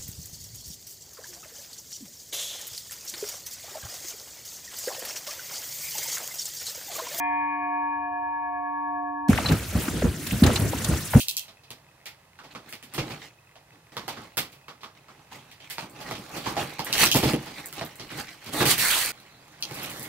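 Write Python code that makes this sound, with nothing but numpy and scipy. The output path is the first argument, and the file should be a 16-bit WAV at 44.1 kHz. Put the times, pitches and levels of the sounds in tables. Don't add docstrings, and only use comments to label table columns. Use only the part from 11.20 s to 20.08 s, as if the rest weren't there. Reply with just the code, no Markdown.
import sys
import numpy as np
from scipy import signal
from scipy.fft import rfft, irfft, next_fast_len
from scipy.io import wavfile
from scipy.ndimage import uniform_filter1d, map_coordinates

SR = 44100
rng = np.random.default_rng(int(sys.argv[2]) if len(sys.argv) > 2 else 0)


def unload_audio(sound):
    columns = np.transpose(np.atleast_2d(sound))
    steps = np.round(np.clip(columns, -1, 1) * 32767)
    wavfile.write(sys.argv[1], SR, steps.astype(np.int16))


N = 391608

# [f/Hz, width/Hz, relative level/dB]
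BODY_MODES = [(42, 18, -9.5), (136, 38, 4.5), (232, 55, 1.5), (299, 52, 4), (451, 230, -6)]
# [f/Hz, width/Hz, relative level/dB]
PANEL_MODES = [(567, 390, -0.5), (846, 93, 5), (1098, 344, -1), (1560, 1330, -12.5)]
# [f/Hz, width/Hz, relative level/dB]
FIBRE_MODES = [(7470, 3800, 14.5), (14750, 5200, 15)]


def amp(db):
    return 10 ** (np.asarray(db) / 20)


def unit(x):
    return x / np.sqrt(np.mean(x ** 2) + 1e-20)


def along(points, hz):
    f, value = np.transpose(points)
    return np.interp(np.log(hz + 1), np.log(f + 1), value)


def filtered(x, response):
    size = next_fast_len(N + SR // 2)
    spectrum = rfft(x, size) * response(np.fft.rfftfreq(size, 1 / SR))
    return irfft(spectrum, size)[..., :N]


def modes(table, order=1):
    def response(f):
        h = 0
        for k, (centre, width, db) in enumerate(table):
            resonance = 1j * f * width / (centre * centre - f * f + 1j * f * width)
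            h = h + (-1) ** k * amp(db) * resonance
        return h ** order / np.sqrt(np.mean(np.abs(h) ** (2 * order)))
    return response


def wobble(rate):
    knots = rng.standard_normal(int(N * rate / SR) + 4)
    return map_coordinates(knots, [np.arange(N) * rate / SR])


def hush():
    # [f/Hz, relative level per Hz/dB]
    air_spectrum = [(15, -49), (25, -18), (137, 4.5), (223, -10.5), (405, -9), (911, -7), (1480, -13),
                    (2000, -11.5), (2350, -19), (2550, -7.5), (2840, -17.5), (14000, -27), (16000, -30)]
    # [f/Hz, width/Hz, relative level/dB]
    low_mode = [(2060, 310, 0)]
    # [f/Hz, width/Hz, relative level/dB]
    high_mode = [(2570, 140, 0)]
    tick_times = [0.3707, .392, .4519, .4804, .6868, 2.1035, 2.1864, 2.271, 2.52, 3.442, 3.7875]
    air = unit(filtered(rng.standard_normal((2, N)), lambda hz: amp(along(air_spectrum, hz))))
    air_db = -59 + 0.94 * wobble(2.7)
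    scatter_db = 3 * rng.standard_normal(N)
    low = (rng.random(N) < 20 / SR) * amp(-37 + scatter_db)
    high = (rng.random(N) < 3 / SR) * amp(-51)
    high[np.round(np.multiply(tick_times, SR)).astype(int)] = amp(-32.5)
    ticking = filtered(low, modes(low_mode)) + filtered(high, modes(high_mode, order=2))
    return amp(air_db) * air + ticking * [[1], [.6]]


def strikes(times, levels_db, hard_db, crack, t60, room_db, rise, spots_hz=None, sharp=4):
    # [delay t/s, level re crack/dB]
    reflections = [(.0078, -6), (.012, -9), (.0165, -9), (.027, -12)]
    tails_stop = 7.92
    out, t = np.zeros((2, N + SR)), np.arange(int(.4 * SR)) / SR
    crack_decay = amp(-60 * t / crack)
    tail_decay = amp(room_db - 60 * t / t60)
    for k, (s, db) in enumerate(zip(times, levels_db)):
        start = round(s * SR)
        keep = len(t) if s > tails_stop else min(len(t), round(tails_stop * SR) - start)
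        noise = rng.standard_normal((3, len(t)))
        blow = amp(hard_db[k]) * np.sign(noise[2]) * crack_decay
        swell = 1 - np.exp(-t * amp(0.63 * hard_db[k]) / rise)
        sound = noise[:2] * tail_decay * swell + blow * [[1], [0]]
        for n, (delay, echo_db) in enumerate(reflections):
            sound += amp(echo_db) * np.roll(blow, round(delay * SR)) * [[1], [(-1) ** n]]
        if spots_hz is not None:
            gain = np.sqrt(SR * sharp / (np.pi * spots_hz[k]))
            b, a = signal.iirpeak(spots_hz[k], sharp, SR)
            sound = gain * signal.lfilter(b, a, sound)
        out[:, start:start + keep] += amp(db) * sound[:, :keep]
    return out[:, :N]


def snaps():
    # [t/s, push level/dB, crisp top re push/dB, hardness/dB]
    clicks = [(0.0034, -19, -2.5, 1.5), (0.0841, -19.5, -2.5, 3.5), (0.168, -19.5, -3, 3),
              (5.7278, -13, -9, 3), (5.781, -17.5, -5, 4), (5.824, -16, -5, 2), (5.8602, -12.5, -10, 4.5),
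              (5.915, -10, -9, 3.5), (8.4251, -24, -12.5, 9)]
    # [f/Hz, width/Hz, relative level/dB]
    plastic_modes = [(2665, 480, 3.5), (3210, 213, 9), (3950, 1340, 3.5), (6600, 1650, 1)]
    s, db, top, hard = np.transpose(clicks)
    click = .004
    ring = strikes(s, db + 1.5, hard, crack=click, t60=0.23, room_db=-14.5, rise=0.0027)
    crisp = strikes(s, db + top + 2.5, hard, crack=click, t60=0.21, room_db=-12.0, rise=0.003)
    return filtered(ring, modes(plastic_modes, order=2)) + filtered(crisp, modes(FIBRE_MODES, order=2))


def contacts():
    # [t/s, push level/dB, boom re push/dB, crisp top re push/dB, struck spot f/Hz,
    # hardness/dB]
    hits = [(0.282, -35, -21, -28, 3720, -1.5), (0.435, -43, -28, -22, 4090, -1),
            (0.505, -33, -14.5, -10.5, 3770, 1.5), (0.857, -26.5, -36, -12.5, 2220, -4.5),
            (1.189, -32.5, -25, -47, 1280, -1), (1.237, -34, -14.5, -21, 886, -8),
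            (1.35, -26.5, -15, -37, 1270, -1), (1.492, -49, -16, 8, 790, -3),
            (1.526, -30, -21, -11.5, 2100, 0.5), (1.627, -38, -12, -5, 2520, -2),
            (1.738, -27, -10, -3, 1100, -7.5), (1.779, -15.5, -6, -23.5, 2350, -4),
            (1.901, -27, -5, -20, 805, -6), (2.356, -39, -24, -31, 630, 1.5),
            (2.522, -44, -5.5, -20, 813, -11), (2.768, -23, -15.5, -21, 1070, 1.5),
            (2.88, -21.5, -23, -14.5, 830, 0), (2.964, -25.5, -9, -33, 1300, -17),
            (3.171, -19, -13, -4.5, 1190, -3.5), (3.178, -18, -45, -10, 2320, 4),
            (3.32, -40, -17, -8, 2350, -7), (3.482, -29.5, -17.5, -26, 1220, -1),
            (3.609, -38.5, -16, -23, 4000, -7), (3.633, -28, -20, -27, 1180, -1.5),
            (3.884, -36.5, -19, -51, 1200, -1), (4.121, -38, -15, -18, 920, 1.5),
            (4.315, -39.5, -48, -12, 2660, 0.5), (4.403, -39.5, -32, -30, 3190, 3),
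            (4.5, -26.5, -32, -2.5, 1960, -8), (4.582, -25.5, -25, -24, 880, 6),
            (4.623, -29, -11.5, -42, 840, 1.5), (4.804, -28, -27, -11.5, 756, -12),
            (4.911, -24.5, -15.5, -21, 706, 3.5), (4.953, -28, -35, -35, 2610, 3.5),
            (5.163, -23.5, -7, -12, 586, -5.5), (5.26, -14.5, -12.5, -31, 950, -8),
            (5.367, -14.5, -17, -33, 750, -6.5), (5.593, -20.5, -14, -20, 800, 2),
            (5.667, -22.5, -28, -36, 1800, 4), (5.861, -24, -7.5, -4.5, 766, 6),
            (5.947, -14, -1, -7, 800, -2.5), (5.96, -16.5, -26, -1.5, 630, -4),
            (6.029, -13, 1, -12.5, 805, -6.5), (6.134, -24, 1.5, -16, 780, 4.5),
            (6.263, -25.5, -11, -19, 795, -16), (6.527, -37, -15, -2.5, 1380, 4.5),
            (6.612, -22.5, -11, -33, 690, 2), (6.797, -27, -11, -29, 4370, 0.5),
            (6.903, -28, -7, -19, 1550, -6.5), (7.262, -32, -10, -10.5, 4400, -3),
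            (7.289, -41.5, 2.5, -23, 603, 4.5), (7.404, -9, -5, -36, 1540, -8),
            (7.455, -13, -8, -5.5, 3860, -4), (7.581, -20, -11, 2.5, 2060, -6),
            (8.001, -47, -28, -8, 880, 0), (8.511, -35, -4, -15, 2160, 3)]
    # [f/Hz, width/Hz, relative level/dB]
    edge_modes = [(1997, 1010, 3.5), (3400, 930, 7.5), (4236, 1740, 8), (5620, 4800, 1)]
    s, db, boom, top, hz, hard = np.transpose(hits)
    rap = -7 + 0.15 * boom
    bite = .3 * top
    snap = .005
    spot_db = np.where(hz < 1900, db - 6.5, db - 8.5)
    body = strikes(s, db + boom + 0.5, hard, crack=0.05, t60=0.29, room_db=-4.5, rise=0.0033)
    panel = strikes(s, db + rap - 6.5, hard, crack=0.037, t60=0.32, room_db=-5.0, rise=0.0051)
    spot = strikes(s, spot_db, hard, crack=0.016, t60=0.22, room_db=-8, rise=0.0016, spots_hz=hz, sharp=3.8)
    edge = strikes(s, db + bite + 3.5, hard, crack=snap, t60=0.22, room_db=-12, rise=0.0035)
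    crisp = strikes(s, db + top + 7.5, hard, crack=snap, t60=0.18, room_db=-13, rise=0.0056)
    low = filtered(body, modes(BODY_MODES)) + filtered(panel, modes(PANEL_MODES))
    high = filtered(edge, modes(edge_modes, order=2)) + filtered(crisp, modes(FIBRE_MODES, order=2))
    return low + spot + high


def grit(rate, spread_db, life, grains_db):
    sizes_db = spread_db * np.minimum(rng.standard_exponential(N), 3)
    slips = (rng.random(N) < rate / SR) * amp(sizes_db)
    t = np.arange(SR // 20) / SR
    bumps = unit(signal.fftconvolve(slips, amp(-60 * t / life))[:N])
    return unit(rng.standard_normal((2, N)) * (1 + amp(grains_db) * bumps))


def patches(x, depth_db):
    z = signal.stft(x, nperseg=512)[2]
    field = rng.standard_normal(z.shape[1:])
    field = uniform_filter1d(field, size=7, axis=0)
    field = uniform_filter1d(field, size=9, axis=1)
    return signal.istft(z * amp(depth_db * unit(field)), nperseg=512)[1][:, :N]


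def friction(tables, rough_db, grains_db, crackle_db, body_db, panel_db, fibre_db):
    # [f/Hz, relative level per Hz/dB]
    scrape_spectrum = [(760, -8.5), (1300, -0.5), (2130, 3.5), (3510, -2), (4170, -2), (4830, -6),
                       (6000, -7), (7800, -14), (13200, -120)]
    # [f/Hz, relative level per Hz/dB]
    fizz_spectrum = [(2650, -27.5), (4500, 1.5), (4920, -10.5), (7030, -5.5), (8200, -2), (13900, -5.5),
                     (16000, -8)]
    off, edge = -110, .0001
    bouts = [[(t[0][0] - edge, off, 0), *t, (t[-1][0] + edge, off, 0)] for t in tables]
    rows = np.concatenate(bouts)
    scrape_db, weight_db = (np.interp(np.arange(N) / SR, rows[:, 0], c) for c in rows[:, 1:].T)
    rumble_db = scrape_db + body_db + weight_db
    groan_db = scrape_db + panel_db + 0.83 * weight_db
    fizz_db = scrape_db + fibre_db + 0.26 * (scrape_db + 43)
    drag = amp(rough_db * (wobble(25) + 0.17 * wobble(70)))
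    rumble = unit(filtered(grit(45, 1.6, 0.078, grains_db), modes(BODY_MODES)))
    groan = unit(filtered(grit(120, 4.1, 0.0088, grains_db), modes(PANEL_MODES, order=2)))
    rasp = patches(grit(150, 4, 0.017, grains_db), depth_db=3)
    scrape = unit(filtered(rasp, lambda hz: amp(along(scrape_spectrum, hz))))
    fibres = grit(200, 5, .006, grains_db)
    fibres += amp(crackle_db) * grit(35, 4.7, 0.0056, 5.9)
    fizz = unit(filtered(fibres, lambda hz: amp(along(fizz_spectrum, hz))))
    low = amp(rumble_db) * rumble + amp(groan_db) * groan
    high = amp(scrape_db) * scrape + amp(fizz_db) * fizz
    return drag * (low + high)


def handling():
    # [t/s, scrape level/dB, weight/dB]
    rubs = [
        [(1.18, -70, 0), (1.382, -55.5, 2), (1.636, -68.5, -2), (1.87, -45, 9), (2.076, -55.5, -3),
         (2.15, -67, 2)],
        [(2.72, -58.5, 1), (2.796, -49.5, 3.5), (2.932, -52, 5), (3.15, -60, 3)],
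        [(3.75, -65.5, 4), (3.902, -66.5, 8), (4.1, -65.5, 2), (4.122, -51.5, 2.5), (4.366, -63, -3),
         (4.6, -43.5, -9), (4.676, -55, 8.5), (4.962, -45, 5), (5.034, -47.5, 3), (5.288, -41, 3),
         (5.33, -45, 6.5), (5.42, -38, 7.5), (5.58, -52.5, -1)],
        [(5.583, -48, -1), (5.68, -46.5, 4), (5.84, -24, -8), (5.93, -46.5, 3), (6.03, -34, 2), (6.2, -45, -2),
         (6.42, -47.5, -1), (6.6, -47.5, 3), (6.74, -54, -2), (6.9, -50, 1), (7.0, -37.5, 1), (7.07, -52, -2.5),
         (7.22, -52.5, -6), (7.3, -47.5, 0)],
    ]
    return friction(rubs, rough_db=3.0, grains_db=-7.0, crackle_db=-5.5, body_db=-5, panel_db=-6, fibre_db=-7.5)


def crackles():
    # [t/s, push level/dB]
    breaks = [(4.634, -48), (4.6978, -35), (5.6064, -40), (5.6467, -17), (5.693, -33), (6.459, -21.5),
              (6.65, -26), (6.757, -31), (8.4068, -35), (8.544, -21.5), (8.6326, -19.5), (8.7046, -22.5),
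              (8.7693, -26), (8.796, -23.5), (8.829, -17.5)]
    s, db = np.transpose(breaks)
    ticks = strikes(s, db - 1.5, 0 * s, crack=0.0018, t60=0.21, room_db=-21, rise=0.00093)
    return filtered(ticks, modes(FIBRE_MODES, order=2))


def slide():
    # [t/s, scrape level/dB, weight/dB]
    stroke = [(7.28, -57, -12), (7.316, -49, -6), (7.336, -36.5, 4.5), (7.432, -30, 3), (7.442, -36, 6),
              (7.514, -20, -17), (7.566, -37, -10), (7.608, -26, -15), (7.826, -28, -29),
              (7.906, -35, -7.5), (7.92, -41.5, -12)]
    return friction([stroke], rough_db=0.0, grains_db=-16, crackle_db=-9, body_db=-5.5, panel_db=-4.5,
                    fibre_db=-4.0)


def paper():
    # [t/s, scrape level/dB, weight/dB]
    rustle = [(7.925, -55.5, 0), (8.171, -61, 0), (8.391, -55, 0), (8.475, -48, 0), (8.601, -40.5, 0),
              (8.88, -45.5, 0)]
    return friction([rustle], rough_db=.9, grains_db=-10, crackle_db=-4, body_db=-4, panel_db=-5.5,
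                    fibre_db=-6.5)


def spread(both, lead):
    # [f/Hz, left-right correlation]
    likeness = [(140, .999), (250, 0.99), (500, 0.79), (1000, 0.53), (2000, 0.72), (4000, 0.14),
                (8000, 0.24)]
    # [f/Hz, left re right level/dB]
    balance = [(130, 0), (250, -0.5), (500, -2.5), (1000, -4.5), (2000, -3), (8000, -3)]
    half = np.array([[.5], [-.5]])

    def width(hz):
        return np.tan(np.arccos(np.clip(along(likeness, hz), -.9, 1)) / 2)

    def ports(hz):
        return amp(along(balance, hz) * half) * np.exp(2j * np.pi * hz * lead * half)

    mid, side = both[0], filtered(both[1], width)
    return filtered(np.array([mid + side, mid - side]), ports)


def scene():
    lead = -0.000086
    right_first = contacts() + snaps() + crackles() + hush() + paper()
    return spread(right_first, lead) + spread(handling() + slide(), 0)


def record(dry):
    return filtered(dry, lambda hz: hz < 15750)


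dry = scene()
out = record(dry)
unload_audio(out)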